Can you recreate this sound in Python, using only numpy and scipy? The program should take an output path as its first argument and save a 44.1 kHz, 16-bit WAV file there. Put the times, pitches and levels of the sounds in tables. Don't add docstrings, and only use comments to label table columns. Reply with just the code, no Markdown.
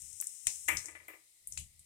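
import sys
import numpy as np
from scipy import signal
from scipy.fft import rfft, irfft, next_fast_len
from scipy.io import wavfile
from scipy.ndimage import uniform_filter1d

SR = 44100
rng = np.random.default_rng(int(sys.argv[2]) if len(sys.argv) > 2 else 0)


def store_wav(level_fs):
    pcm = np.round(np.clip(np.atleast_2d(level_fs), -1, 1) * 32767)
    wavfile.write(sys.argv[1], SR, pcm.T.astype(np.int16))


def invert_db(level):
    return 10 ** (np.asarray(level, dtype=float) / 20)


N = 81585

POP_TIMES_S = [.2008, .2115, .242, .2678, .27, .4694, .6792, .6848, .6898, .7697, .857, .9562, 1.0809,
               1.4724, 1.5227, 1.5756, 1.5972, 1.7933]
# (peak [dB], pitch [Hz], spray t60 [s], spray re peak [dB])
POP_VOICES = [(-22, 6850, 0.26, -22.5), (-17, 9400, 0.95, -37), (-28, 7900, 0.44, -41),
              (-29.5, 8700, 0.25, -33), (-18.5, 7800, 0.46, -27), (-8, 7730, 0.079, -26.5),
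              (-28.5, 7700, 0.66, -12.5), (-17, 7350, 0.15, -20.5), (-19, 9000, 0.3, -32),
              (-18.5, 6360, 0.32, -18.5), (-25, 7050, 0.36, -21.5), (-59, 9270, 0.24, -7),
              (-36, 9100, 0.26, -28), (-24.5, 9400, 0.83, -27), (-27, 6940, 0.39, -22),
              (-23.5, 7200, 0.34, -18), (-37.5, 9500, 0.4, -16.5), (-45, 8700, 0.24, -14.5)]
SECOND_VOICE_TIMES_S = [.2126, .4696, .686, 1.0815, 1.474]
# (peak [dB], pitch [Hz], spray t60 [s], spray re peak [dB])
SECOND_VOICES = [
    (-28.5, 12000, .3, -19.5),
    (-20.5, 6500, 0.51, -14.5),
    (-36, 12100, 0.82, -8),
    (-46, 14000, 0.57, -13),
    (-50.5, 10500, 0.27, -1.5),
]
BOWL_ECHO_DB = [
    [2],
    [-8],
]
# (frequency [Hz], density [dB/Hz])
SPRAY_COLOUR = [(880, -51.5), (1500, -15), (2380, 7), (3770, -24), (6400, -23.5), (7980, -5.5),
                (15000, -33.5), (15400, -36.5), (16400, -99.5)]
# (time [s], peak [dB], pan [dB], pitch [Hz])
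SNAP_EVENTS = [
    (0.2248, -50.5, 15, 1840),
    (0.4694, -26, 5, 2220),
    (0.77, -37.5, 14, 4800),
    (1.522, -58, 4, 2980),
    (1.5744, -32.5, 9, 2870),
    (1.794, -61, 6, 4000),
]
# (frequency [Hz], density [dB/Hz])
SNAP_COLOUR = [(59, -47.5), (100, -5.5), (1010, 3), (1560, -29), (2130, -5), (4460, 15.5), (5000, 18),
               (6500, -51), (11000, -120)]
# (time [s], peak [dB], pan [dB], t60 [s], low body [dB])
CLANK_EVENTS = [
    (0.6838, -18.5, 8, 0.34, 5),
    (0.845, -51.5, 6, 0.79, 20.5),
    (0.883, -43, 7, 0.28, 13.5),
    (0.951, -41, 7.5, 0.21, 9),
    (1.001, -51, 4.5, 0.57, 13.5),
    (1.082, -39.5, 7, 0.36, 14),
    (1.135, -47, 7, 0.15, 20),
]
# (frequency [Hz], level [dB])
STEEL_MODES = [(312.2, -73.5), (608.3, -71.5), (1217, -80.5), (1728, -54.5), (1787, -63), (1863, -61.5),
               (1986, -52), (2008, -48.5), (2062, -55.5), (2169, -75.5), (2239, -65.5), (2293, -51),
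               (2347, -53.5), (2799, -69)]
# (frequency [Hz], density [dB/Hz])
CLATTER_COLOUR = [(150, -50.5), (260, -17.5), (1100, -13.5), (2050, -1), (4310, -22), (8340, -15.5),
                  (12900, -24), (15600, -37), (16400, -83)]
# (frequency [Hz], width [Hz], gain [dB])
LOW_BODY_MODES = [(313, 30, 6), (591, 49, -5.5), (430, 17, 1), (970, 130, -2), (1221, 80, 5.5)]
RATTLE_TIMES_S = [.0003, .0038, .0078]
# (time [s], level [dB], half length [s], pan [dB], frequency [Hz])
THUMP_EVENTS = [(0.039, -64.5, 0.024, 9, 69), (0.143, -68, 0.024, 5, 86.6), (0.326, -79.5, 0.015, 2, 85),
                (0.478, -49, 0.0047, 12, 40), (0.611, -84, 0.071, 31, 83.2),
                (0.707, -62, 0.0082, 17.5, 49.8), (0.758, -48, 0.02, 5.5, 77.2),
                (0.942, -70, 0.063, 7.5, 81.5), (1.501, -81, 0.011, 31, 39.6), (1.601, -51, 0.027, 9, 73.8),
                (1.797, -69.5, 0.032, 9, 79)]
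# (time [s], level [dB], pan [dB])
FIZZ_COURSE = [(0.0, -56.5, 21.5), (0.158, -57, 20), (0.226, -47, 3.5), (0.432, -54.5, 14.5),
               (0.468, -51.5, 12.5), (0.475, -41, 6.5), (0.69, -51.5, 8.5), (0.752, -54, 16.5),
               (0.864, -51, 7.5), (1.01, -81.5, 21), (1.499, -73.5, 4), (1.526, -60.5, 24), (1.808, -84, 1),
               (1.85, -80, 19)]
# (frequency [Hz], density [dB/Hz])
FIZZ_COLOUR = [(710, -79.5), (1200, -33.5), (2880, -20.5), (4760, -23.5), (5140, -10.5), (8410, 1.5),
               (12100, -16.5), (15700, -25), (16400, -54)]
# (frequency [Hz], density [dB/Hz])
AIR_COLOUR = [(230, -46.5), (300, -27), (497, -23), (1520, -24), (4810, -7), (5700, -10), (8410, -2),
              (13800, -16.5), (16400, -25.5)]
# (frequency [Hz], pan [dB])
AIR_PAN_CURVE = [(60, 8.5), (240, 7.5), (950, 4), (3770, 8), (15000, 1.5)]
# (frequency [Hz], share [0-1])
COMMON_SHARE = [(100, 0.88), (600, 0.85), (2500, 0.071), (10000, 0.28)]
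# (frequency [Hz], gain [dB])
RIGHT_PORT_GAIN = [(300, 1), (2000, -3.5), (7000, -10.5), (10000, 2), (15000, 3)]
# (frequency [Hz], width [Hz], depth [dB])
HOUSING_DIPS = [(1590, 120, 4.5), (4585, 240, 6.5), (3410, 210, 1.5)]

CLICK_T60_S, BOWL_DELAY_S, FLIGHT_S = 0.0008, 0.0011, 0.0001
CLICK_WIDTH, CLICK_SKIRT = 0.4, 0.9
POP_PAN_DB, SPRAY_PAN_DB, GRAIN_DB = 6.5, 2.5, 1.8
SPRAY_DRIES_S, BOWL_COLOUR_SHARE = 0.13, 0.2
SNAP_S, SNAP_ROOM_DB, SNAP_ROOM_T60_S = 0.003, -13, 0.25
CRACK_DB, CRACK_WIDTH = 6, 1.1
CLANK_RISE_S, SOFTER_PER_DB, CLANK_DRIES_S = 0.00025, 0.2, 0.48
RING_DB, RING_T60_S = 46, 0.23
BODY_HZ, BODY_WIDTH_HZ, BODY_GAIN = 2207, 690, 0.52
RATTLE_DB, RATTLE_HZ, RATTLE_WIDTH_HZ = 4.5, 1900, 830
OVERTONE_RATIO, OVERTONE_DB = 1.9, -11
RUMBLE_DB, RUMBLE_FLOOR_DB = -10, -93
BUBBLES_PER_S, BUBBLE_SPREAD_DB, AIR_DB = 960, 7, -65
TOP_HZ, LEFT_LAG_S = 16600, 0.00023
T = np.arange(SR // 2) / SR


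def unit(x):
    return x / np.sqrt(np.mean(x ** 2, axis=-1, keepdims=True) + 1e-20)


def top_one(x):
    return x / np.abs(x).max(axis=-1, keepdims=True)


def along(points, hz):
    f, v = np.transpose(points)
    return np.interp(np.log(hz + 1), np.log(f + 1), v)


def filtered(x, response):
    m = next_fast_len(x.shape[-1] + 4096)
    return irfft(rfft(x, m) * response(np.fft.rfftfreq(m, 1 / SR)), m)[..., :x.shape[-1]]


def peak(hz, centre_hz, width_hz):
    return 1j * hz * width_hz / (centre_hz ** 2 - hz ** 2 + 1j * hz * width_hz)


def noise(response, size):
    share = lambda f: np.clip(along(COMMON_SHARE, f), 0, 1)
    common = filtered(rng.standard_normal(size), lambda f: response(f) * np.sqrt(share(f)))
    own = filtered(rng.standard_normal((2, size)), lambda f: response(f) * np.sqrt(1 - share(f)))
    return unit(common + own)


def burst(response, shape):
    gate = lambda f: np.minimum(np.abs(response(f)) / np.abs(response(f)).max() * 8, 1)
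    return filtered(noise(response, size=len(T)) * shape, gate)


def fading(t60_s, dries_s):
    return invert_db(-60 * T / t60_s - 10 * (T / dries_s) ** 2)


def sides(pan_db):
    return invert_db(np.multiply.outer([0.5, -0.5], np.atleast_1d(pan_db)))


def add(out, s, x):
    out[:, max(round(s * SR), 0):][:, :x.shape[1]] += x


def pops():
    out = np.zeros((2, N + SR))
    times_s = [*POP_TIMES_S, *SECOND_VOICE_TIMES_S]
    voices = [*POP_VOICES, *SECOND_VOICES]
    for s, (db, hz, t60_s, spray_db) in zip(times_s, voices):
        band = lambda f: peak(f, hz, CLICK_WIDTH * hz) ** 2 * peak(f, hz, CLICK_SKIRT * hz) ** 2
        click = top_one(filtered(invert_db(-60 * T / CLICK_T60_S) * rng.standard_normal(len(T)), band))

        late_s = np.maximum(T - BOWL_DELAY_S, 0)
        echo_shape = (T >= BOWL_DELAY_S) * invert_db(-60 * late_s / 0.003)
        echo = invert_db(BOWL_ECHO_DB) * top_one(filtered(echo_shape * rng.standard_normal((2, len(T))), band))

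        grains = invert_db(GRAIN_DB * unit(uniform_filter1d(rng.standard_normal(len(T)), size=30)))
        bowl = lambda f: invert_db(BOWL_COLOUR_SHARE * along(SPRAY_COLOUR, f))
        low_cut = lambda f: 1 + (1700 / (f + 1)) ** 4
        colour = lambda f: bowl(f) * (0.011 + np.abs(peak(f, hz, 0.52 * hz)) ** 3) / low_cut(f)
        early = 1 + 1.2 * invert_db(-60 * T / 0.066)
        spray = burst(colour, grains * fading(t60_s, SPRAY_DRIES_S) * early)

        pop = sides(POP_PAN_DB) * (click + echo) + invert_db(spray_db + 3.0) * sides(SPRAY_PAN_DB) * spray
        add(out, s + FLIGHT_S, invert_db(db - 4.5) * pop)
    return out[:, :N]


def snaps():
    out = np.zeros((2, N + SR))
    loudest_db = max(row[1] for row in SNAP_EVENTS)
    shape = invert_db(-60 * T / (3 * SNAP_S)) + invert_db(SNAP_ROOM_DB) * fading(SNAP_ROOM_T60_S, 0.13)
    for s, db, pan_db, hz in SNAP_EVENTS:
        crack = top_one(filtered(1.0 * (T == 0), lambda f: peak(f, hz, CRACK_WIDTH * hz) ** 2))
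        deep = 0.17 * invert_db(db - loudest_db)
        colour = lambda f: np.abs(peak(f, hz, 0.45 * hz)) ** 2 + deep * invert_db(along(SNAP_COLOUR, f))
        add(out, s, invert_db(db - 3.5) * sides(pan_db) * (burst(colour, shape) + invert_db(CRACK_DB) * crack))
    return out[:, :N]


def steel_ring():
    ring = 0
    for hz, level_db in STEEL_MODES:
        level = invert_db(level_db + rng.normal(0, 0.5))
        cycles = hz * T + rng.random() + 0.65 * rng.random((2, 1))
        ring = ring + level * np.sin(2 * np.pi * cycles)
    return ring * invert_db(RING_DB - 60 * T / RING_T60_S)


def low_body(f):
    modes = sum(invert_db(gain_db) * np.abs(peak(f, hz, width_hz)) ** 2 for hz, width_hz, gain_db in LOW_BODY_MODES)
    return 0.5 + modes + 0.5 * (f > 1400)


def clanks():
    out = np.zeros((2, N + SR))
    contacts = np.isin(np.arange(len(T)), np.round(np.multiply(RATTLE_TIMES_S, SR)))
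    rattle = top_one(filtered(1.0 * contacts, lambda f: peak(f, RATTLE_HZ, RATTLE_WIDTH_HZ) ** 2))
    body = lambda f: 0.5 + BODY_GAIN * np.abs(peak(f, BODY_HZ, BODY_WIDTH_HZ)) ** 2
    low_cut = lambda f: 1 + (240 / (f + 1)) ** 6
    for s, db, pan_db, t60_s, body_db in CLANK_EVENTS:
        ring = steel_ring()
        tilt_db = lambda f: body_db * np.clip((1500 - f) / 900, 0, 1)
        clatter = lambda f: invert_db(along(CLATTER_COLOUR, f) + tilt_db(f))
        colour = lambda f: clatter(f) / low_cut(f) * body(f) * low_body(f)
        rise_s = CLANK_RISE_S * invert_db(SOFTER_PER_DB * (CLANK_EVENTS[0][1] - db))
        early = 1 + 0.24 * invert_db(-60 * T / 0.095)
        shape = (1 - np.exp(-T / rise_s)) * fading(5, CLANK_DRIES_S) * early
        blow = burst(colour, shape * invert_db(-60 * T / t60_s)) + shape * ring + invert_db(RATTLE_DB) * rattle
        add(out, s, invert_db(db - 11) * sides(pan_db) * blow)
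    return out[:, :N]


def thumps():
    t = np.arange(N) / SR
    rumble = noise(lambda f: peak(f, 60.3, 180) ** 2 / (1 + (f / 220) ** 4), size=N)
    out = invert_db(RUMBLE_FLOOR_DB) * rumble
    for s, db, half_s, pan_db, hz in THUMP_EVENTS:
        turn = 2 * np.pi * hz * (t - s)
        swing = np.cos(turn) + invert_db(OVERTONE_DB) * np.cos(OVERTONE_RATIO * turn)
        push = swing / np.cosh((t - s) / half_s)
        stirred = invert_db(RUMBLE_DB) * rumble / np.cosh((t - s) / (1.48 * half_s))
        out = out + invert_db(db) * sides(pan_db) * (push + stirred)
    return out


def fizz():
    s, level_db, pan_db = np.transpose(FIZZ_COURSE)
    t = np.arange(N) / SR
    strikes = rng.random((2, N)) < BUBBLES_PER_S / SR
    sizes = invert_db(BUBBLE_SPREAD_DB * np.minimum(rng.exponential(size=(2, N)), 4))
    bursts = unit(strikes * sizes * rng.standard_normal((2, N)))
    hiss = 2.7 * rng.standard_normal((2, N))
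    bubbles = unit(filtered(bursts + hiss, lambda f: invert_db(along(FIZZ_COLOUR, f))))
    return invert_db(np.interp(t, s, level_db)) * sides(np.interp(t, s, pan_db)) * bubbles


def kitchen_air():
    room = lambda f: 1 + 3.3 * np.abs(peak(f, 2050, 320)) ** 2 + 0.98 * np.abs(peak(f, 320.5, 120.4)) ** 2
    air = noise(lambda f: invert_db(along(AIR_COLOUR, f)) * room(f) * sides(along(AIR_PAN_CURVE, f)), size=N)
    return invert_db(AIR_DB) * sides(2.5) * air


def scene():
    return pops() + snaps() + clanks() + thumps() + fizz() + kitchen_air()


def roll_off(x):
    return signal.sosfilt(signal.butter(12, 16650, fs=SR, output="sos"), x)


def record(dry):
    dips = lambda f: invert_db(-sum(db * np.exp(-((f - hz) / w) ** 2) for hz, w, db in HOUSING_DIPS))
    left = lambda f: np.exp(-2j * np.pi * f * LEFT_LAG_S)
    right = lambda f: invert_db(along(RIGHT_PORT_GAIN, f))
    mix = filtered(dry, lambda f: (f < TOP_HZ) * dips(f) * np.array([left(f), right(f)]))
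    return roll_off(mix)


dry = scene()
out = record(dry)
store_wav(out)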